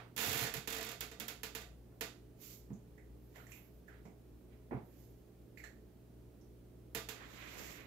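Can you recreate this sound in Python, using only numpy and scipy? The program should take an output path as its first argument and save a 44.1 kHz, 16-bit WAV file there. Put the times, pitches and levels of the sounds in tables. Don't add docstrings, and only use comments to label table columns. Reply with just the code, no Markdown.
import sys
import numpy as np
from scipy import signal
from scipy.fft import rfft, irfft, next_fast_len
from scipy.io import wavfile
from scipy.ndimage import uniform_filter1d

SR = 44100
rng = np.random.default_rng(int(sys.argv[2]) if len(sys.argv) > 2 else 0)


def volts(x):
    e = np.asarray(x, float) / 20
    return 10 ** e


def unload_audio(sound):
    columns = np.transpose(np.atleast_2d(sound))
    steps = np.round(np.clip(columns, -1, 1) * 32767)
    wavfile.write(sys.argv[1], SR, steps.astype(np.int16))


N = 346626
SIZE = next_fast_len(N + SR)
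FREQ = np.maximum(np.arange(SIZE // 2 + 1) * SR / SIZE, 1)
STEP = 64

# [f/Hz, level/dB]
SHADOW = [(100, -7), (300, -3), (700, -3), (1500, -12.5), (6800, -10.5), (7500, -39), (8300, -4.5),
          (10000, 0.5), (13000, -15.5)]
# [f/Hz, level/dB]
KNOCK = [(150, -24), (400, -2), (800, 0), (1300, -13.5), (2200, -15), (3000, -32.5), (5000, -49)]


def curve(table, hz=FREQ):
    points, values = np.array(table).T[:2]
    return np.interp(np.log(hz), np.log(points), values)


def causal(table):
    size = 1024
    hz = np.maximum(np.arange(size // 2 + 1) * SR / size, 1)
    cepstrum = irfft(np.log(volts(curve(table, hz))))
    cepstrum[1:size // 2] *= 2
    cepstrum[size // 2 + 1:] = 0
    pulse = irfft(np.exp(rfft(cepstrum)))
    return rfft(pulse / np.abs(pulse).max(), SIZE)


def mode(hz, width):
    return 1j * FREQ * width / (hz ** 2 - FREQ ** 2 + 1j * FREQ * width)


def ring(modes):
    return sum((-1) ** k * volts(db) * mode(hz, width) * SR / width / 6
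               for k, (hz, width, db) in enumerate(modes))


def noise(shape):
    x = rfft(rng.standard_normal(SIZE)) * shape
    return x / np.sqrt(np.mean(irfft(x, SIZE) ** 2))


def flicker(rate):
    k = int(SR / rate)
    held = np.repeat(rng.standard_normal(SIZE // k + 1), k)
    return uniform_filter1d(held, k)[:SIZE]


def room(direct):
    # [f/Hz, T60/s]
    room_t60 = [(150, 0.2), (500, 0.34), (2000, 0.32), (6000, 0.34), (13000, 0.23)]
    # [delay/s, level/dB]
    echoes = [(.0028, -4.5), (.006, -2), (0.016, -34), (0.028, -50)]
    # [f/Hz, level/dB]
    tail_db = [(150, -16), (1000, -13), (6000, -18.5), (13000, -28.5)]
    t = np.arange(SR // 2) / SR
    path = np.zeros(len(t))
    white = rfft(rng.standard_normal(len(t)))
    hz = np.maximum(np.arange(len(white)) * 2., 1)
    for centre in 60 * 2. ** np.arange(9):
        octave = np.cos(np.pi / 2 * np.clip(np.log2(hz / centre), -1, 1)) ** 2
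        fade = 1000. ** (-t / curve(room_t60, centre)) * (1 - np.exp(-t / 0.0003))
        path += volts(curve(tail_db, centre)) * fade * irfft(white * octave, len(t))
    contact_s = 0.0003
    for delay, db in [(0.00092, 0), *echoes]:
        late = np.maximum(t - delay, 0)
        chatter = (t >= delay) * np.exp(-late / contact_s) * rng.standard_normal(len(t))
        path += 0.45 * direct * volts(db) * chatter
    path[:2] += direct * volts(-8) * np.array([1, -1])
    return rfft(path, SIZE)


def spots(times):
    turn = np.pi * (times * 7919 % 1 - .25)
    return np.array([np.cos(turn), np.sin(turn)])


def blows(times, db):
    train = np.zeros((2, SIZE))
    train[:, (times * SR).astype(int)] = volts(db) * spots(times)
    return rfft(train)


def rung(events, cycles, extras, level_db):
    s, db, hz, *rel_db = np.transpose(events)
    turns = np.arange(SR // 8) / SR * hz[:, None]
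    age = np.pi * turns / cycles
    rings = volts(db + level_db)[:, None] * age * np.exp(1 - age) * np.sin(2 * np.pi * turns)
    train = np.zeros((2, SIZE))
    for start, sound, share in zip((s * SR).astype(int), rings, spots(s).T):
        train[:, start:start + len(sound)] += share[:, None] * sound
    return rfft(train) + sum(blows(s, db + level_db + r) * x for r, x in zip(rel_db, extras))


def background():
    # [f/Hz, level/dB]
    hum_lines = [(59.2, -63.5), (118.4, -64.5), (177.6, -75.5), (301.5, -74.5), (360.7, -75.5),
                 (422, -74.5), (581.4, -91.5), (640.6, -85)]
    # [f/Hz, level/dB per Hz]
    rumble = [(20, -34), (42, -8.5), (58, -3.5), (82, -15.5), (120, -11), (230, -10.5), (450, -16.5),
              (650, -25), (1000, -33), (2000, -38), (5000, -42), (9000, -43.5), (13000, -40), (16000, -39)]
    # [f/Hz, level/dB]
    rumble_shadow = [(100, 3), (300, -8.5), (1000, -6.5), (2500, -5), (5000, -1.5)]
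    t = np.arange(SIZE) / SR
    hum = sum(volts(db + 2.5 + 2.13 * flicker(7)) * np.sin(2 * np.pi * (hz * t + rng.random()))
              for hz, db in hum_lines)
    likeness_hz, rumble_db = 515, -62
    shared = 1 / np.sqrt(1 + (FREQ / likeness_hz) ** 1.86)
    common = noise(1)
    shape = volts(curve(rumble))
    shape = shape * volts(rumble_db) / np.sqrt(np.mean(shape ** 2))
    ports = [shape * (np.sqrt(shared) * common + np.sqrt(1 - shared) * noise(1)) + rfft(hum)
             for _ in range(2)]
    lean = volts(curve(rumble_shadow) / 2)
    return irfft([ports[0] * lean, ports[1] / lean], SIZE)


def strokes(table):
    s, rise, hold = np.abs(np.array(table)[:, :3].T[:, :, None])
    t = np.arange(SIZE // STEP + 1) * STEP / SR
    fall = 0.081 + rise
    return volts(-20 * (np.maximum(s - t, 0) / rise + np.maximum(t - s - hold, 0) / fall))


def grain(gain, shape, hz):
    smooth = uniform_filter1d(np.repeat(gain, STEP)[:SIZE], size=300)
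    gain = smooth * volts(4 + 1.6 * flicker(60))
    sides = volts(np.array([[curve(SHADOW, hz)], [0]]))
    return sides * gain * irfft([noise(shape), noise(shape)], SIZE)


def rubs():
    # [full pressure t/s, rise/s, hold/s, level/dB, centre f/Hz]
    scrapes = [(2.425, 0.049, 0.076, -67.5, 2650), (3.36, 0.028, .003, -60.5, 1900),
               (3.404, .04, .01, -68, 1290), (3.513, 0.077, 0.069, -67, 2320),
               (3.896, 0.041, 0.076, -69, 1660), (4.06, .015, .003, -79, 2140),
               (4.526, 0.035, .01, -72.5, 2120), (4.767, .02, 0.0089, -69, 1610),
               (4.922, 0.072, .09, -81, 2050), (5.641, 0.014, .003, -57.5, 1850),
               (7.168, 0.029, .01, -61, 2100), (7.209, 0.043, .03, -56, 1750),
               (7.39, 0.11, 0.083, -55, 2130), (7.31, .1, 0.26, -71, 3370), (7.595, 0.22, 0.2, -56, 2150)]
    # [full speed t/s, rise/s, hold/s, swish level/dB, fizz level/dB]
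    brushes = [(2.42, 0.032, 0.11, -60, -57.5), (3.238, .07, .003, -98, -78), (3.37, 0.08, .01, -74, -69.5),
               (3.52, 0.085, 0.031, -77, -64.5), (3.63, 0.035, 0.034, -87, -81), (3.75, .04, .02, -96, -82),
               (3.884, .02, .01, -82, -79), (4.052, .015, .01, -76, -83), (4.862, .04, .003, -96, -83),
               (4.99, 0.16, 0.047, -76.5, -71.5), (5.578, .012, 0.018, -73, -70),
               (5.64, .012, 0.017, -78, -76), (7.14, .02, .005, -70.5, -83), (7.32, 0.23, .2, -66.5, -71),
               (7.59, .1, 0.12, -59, -62)]
    # [full weight t/s, rise/s, hold/s, level/dB]
    drags = [
        (7.14, 0.021, 0.0046, -63),
        (7.2, 0.03, 0.3, -64.5),
        (7.59, 0.1, 0.014, -56),
        (7.7, .1, .2, -67.5),
    ]
    # [f/Hz, level/dB]
    swish = [(2000, -6), (2700, -10.5), (4500, -3.5), (6800, -0.5), (7700, -2), (8300, -16), (10500, -13.5),
             (12000, -38)]
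    fizz = [(8500, -24), (11000, -7.5), (12300, 0), (14500, -1), (16000, -13)]
    low_drag = [(150, -0.5), (300, -4.5), (650, -4.5), (1200, -13), (2000, -11)]
    out = 0
    for table, column, colour in [(brushes, 3, swish), (brushes, 4, fizz), (drags, 3, low_drag)]:
        shape = volts(curve(colour)) * (FREQ > colour[0][0]) * (FREQ < colour[-1][0])
        gain = volts(np.array(table)[:, column]) @ strokes(table)
        out = out + grain(gain, shape, colour[2][0])
    scrape_octaves, skirt_db = 0.15, -7
    db, centre = np.array(scrapes)[:, 3:].T
    for hz in 1100 * 2 ** (np.arange(8) / 4):
        near = np.exp(-(np.log2(hz / centre) / scrape_octaves) ** 2 / 2) + volts(skirt_db)
        band = np.exp(-(np.log2(FREQ / hz) / 0.4) ** 2)
        out = out + grain(volts(db - 8) * near @ strokes(scrapes), band, hz)
    return out


def earlier_knock():
    return blows(np.array([-0.047]), -37.5) * mode(1120, 2440) ** 2 * 12


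def thuds():
    # [t/s, peak level/dB, pitch f/Hz, knock level/dB over thud]
    board_thuds = [(0.261, -31.5, 83, -4.5), (0.282, -46, 122, -12), (0.334, -37, 111, -25),
                   (0.417, -35, 118, -24), (0.554, -38, 131, -20), (1.203, -46, 229, -5),
                   (2.703, -35.5, 152, -14.5), (2.714, -41, 206, -30), (4.054, -47.5, 203, -13),
                   (4.739, -33, 118, -13), (6.951, -45, 200, -6), (7.399, -60, 120, -17),
                   (7.599, -50.5, 118, -9), (7.699, -58, 330, -9)]
    # [t/s, peak level/dB, pitch f/Hz, knock level/dB over thud]
    bump = [
        (4.7095, -37, 248, 3),
        (4.717, -33.5, 300, -5.5),
        (4.727, -35, 300, -2),
        (4.735, -43, 310, -7),
        (4.747, -52, 283, -2),
        (4.763, -53, 260, -13),
        (4.783, -55, 220, -12),
        (4.82, -60, 347, -9),
    ]
    return rung(np.vstack([board_thuds, bump]), 1.37, [causal(KNOCK)], -8.0)


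def flecks():
    # [t/s, peak level/dB, ring f/Hz]
    nail_flecks = [
        (2.732, -59, 6700),
        (2.7544, -74, 6590),
        (5.574, -62, 4370),
        (5.6385, -60, 4200),
        (6.4103, -65, 5860),
    ]
    return rung(nail_flecks, 5.3, [], 1.5)


def taps():
    # [t/s, peak level/dB, ring f/Hz, tick level/dB over ring, body level/dB over ring]
    soft_taps = [(0.4484, -35, 1880, -4, -4), (1.92, -79, 1400, -14, 19), (1.9494, -83, 1340, -16, 12),
                 (2.9776, -54, 1910, -10.5, -9), (3.3578, -53.5, 1930, 2, 4.5),
                 (3.3844, -55, 1390, -22, -4), (3.4665, -53.5, 1940, 2, -8), (3.5179, -45, 2470, 1.5, -36),
                 (3.5594, -58, 2360, -13, -3), (3.8791, -48, 1660, -14.5, -9), (3.9399, -60, 1840, -22, -7),
                 (4.0527, -61.5, 2090, -2, 11.5), (5.5727, -44, 2140, -14, -17),
                 (5.5994, -49, 1990, -7, -17), (5.6376, -43, 1820, -2.5, -10), (5.665, -59, 1700, -19, -13)]
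    # [f/Hz, width/Hz, level/dB]
    tap_tick = [(4260, 640, -10), (5940, 570, 0), (7300, 320, 3), (12300, 1600, 2)]
    return rung(soft_taps, 4, [ring(tap_tick), causal(KNOCK)], -6.5)


def riffle():
    chips = 24
    start_s, gap_s, jitter_s = 0.1627, 0.01195, 0.0018
    tick_db, clack_db, board_db = -27.5, -25.5, -43.5
    tick_scatter_db, clack_scatter_db, board_scatter_db = 1.5, 2, 3.5
    along = np.arange(chips)
    s = start_s + gap_s * along + jitter_s * rng.standard_normal(chips) * (along > 0)
    sag = -1.5 * along / chips - 4.5 * (along == 0)
    miss = rng.exponential(size=(chips, 3)).T
    tick = tick_db + sag - tick_scatter_db * miss[0]
    clack = clack_db + sag - clack_scatter_db * miss[1]
    board = board_db + sag - board_scatter_db * miss[2]
    return np.transpose([s, tick, clack - tick, board - tick])


def clicks():
    # [t/s, tick peak level/dB, clack level/dB over tick, board level/dB over tick]
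    lone_clicks = [(0.4682, -36.5, 8.5, -9), (0.5387, -29, 2, -16.5), (0.5663, -36, 4, -16),
                   (0.6729, -28.5, 2.5, -17.5), (0.7019, -33.5, 2.5, -11), (0.7244, -30.5, 3, -20.5),
                   (0.7453, -35, 3.5, -12.5), (0.7637, -34.5, 3.5, -14.5), (0.7818, -37.5, 4, -6.5),
                   (0.8088, -38.5, 7.5, -10.5), (0.827, -35.5, 4, -34), (0.846, -36, -5, -12),
                   (0.8653, -42.5, 9.5, -7), (0.8873, -35.5, 4, -13.5), (0.9145, -38.5, 3.5, -17),
                   (1.0061, -29.5, 2.5, -19), (1.1135, -46.5, 7.5, -6.5), (1.1983, -31.5, 2.5, -15.5),
                   (1.281, -31, 2, -19), (1.4316, -31, 3, -18.5), (1.5489, -31.5, 3, -16.5),
                   (1.613, -45.5, 3.5, -9), (2.0087, -29.5, 4, -13), (6.9477, -27.5, 1.5, -14.5),
                   (6.9694, -38.5, 5.5, -9.5), (7.0862, -32, 3, -17)]
    # [f/Hz, level/dB]
    tick_colour = [(7000, -42.5), (9000, -20), (10800, -10.5), (12200, -4), (13200, -1), (14300, -4),
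                   (15500, -5), (17000, -13.5)]
    clack_colour = [(600, -11.5), (1100, -8.5), (1600, -3.5), (2300, -3), (3200, -3), (4500, -3),
                    (5800, -4.5), (7200, 0.5), (7900, -5.5), (8500, -16.5), (10000, -32.5), (12000, -38)]
    # [f/Hz, width/Hz, level/dB]
    board_modes = [(234, 99, -2), (300, 43, -0.5), (447.6, 32, -4.5), (685, 48, -1.5), (924, 77, -15),
                   (1175, 29, -8), (1499, 9.3, -22), (1930, 34, -1), (2520, 50, -14), (3696, 27, -3),
                   (5740, 220, -36)]
    s, db, clack_db, board_db = np.vstack([riffle(), lone_clicks]).T
    s = s + .0008
    tick = blows(s, db + 6.5) * causal(tick_colour)
    clack = blows(s, db + clack_db) * causal(clack_colour)
    board = blows(s, db + board_db - 10) * ring(board_modes)
    bare = volts(-5) * tick.sum(axis=0)
    return bare, tick + clack + board


def scene():
    near_paths = [room(1), room(1)]
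    far_paths = [room(.12), room(.12)]
    steady = rubs() + background()
    bare, hits = clicks()
    hits = hits + taps() + flecks() + thuds() + earlier_knock()
    low_cut_hz = 105
    hits = hits * (FREQ ** 2 / (FREQ ** 2 - low_cut_hz ** 2 - 1.4j * FREQ * low_cut_hz))
    right = bare * 0.48 + (hits * near_paths).sum(axis=0)
    far = (hits * far_paths).sum(axis=0)
    shared = 1 / (1 + (FREQ / 400) ** 2)
    shadow = causal(SHADOW)
    shadow_gain = volts(SHADOW[0][1]) / np.abs(shadow[0])
    left = (np.sqrt(shared) * right + np.sqrt(1 - shared) * far) * shadow * shadow_gain
    return (irfft([left, right], SIZE) + steady)[:, :N]


def band_limit(x):
    return signal.sosfilt(signal.butter(12, 16790, fs=SR, output="sos"), x)


def record(dry):
    # [f/Hz, level/dB]
    top_rolloff = [(15600, 0), (15900, -22)]
    mix = irfft(rfft(dry, SIZE) * volts(curve(top_rolloff)), SIZE)[:, :N]
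    return band_limit(mix)


dry = scene()
out = record(dry)
unload_audio(out)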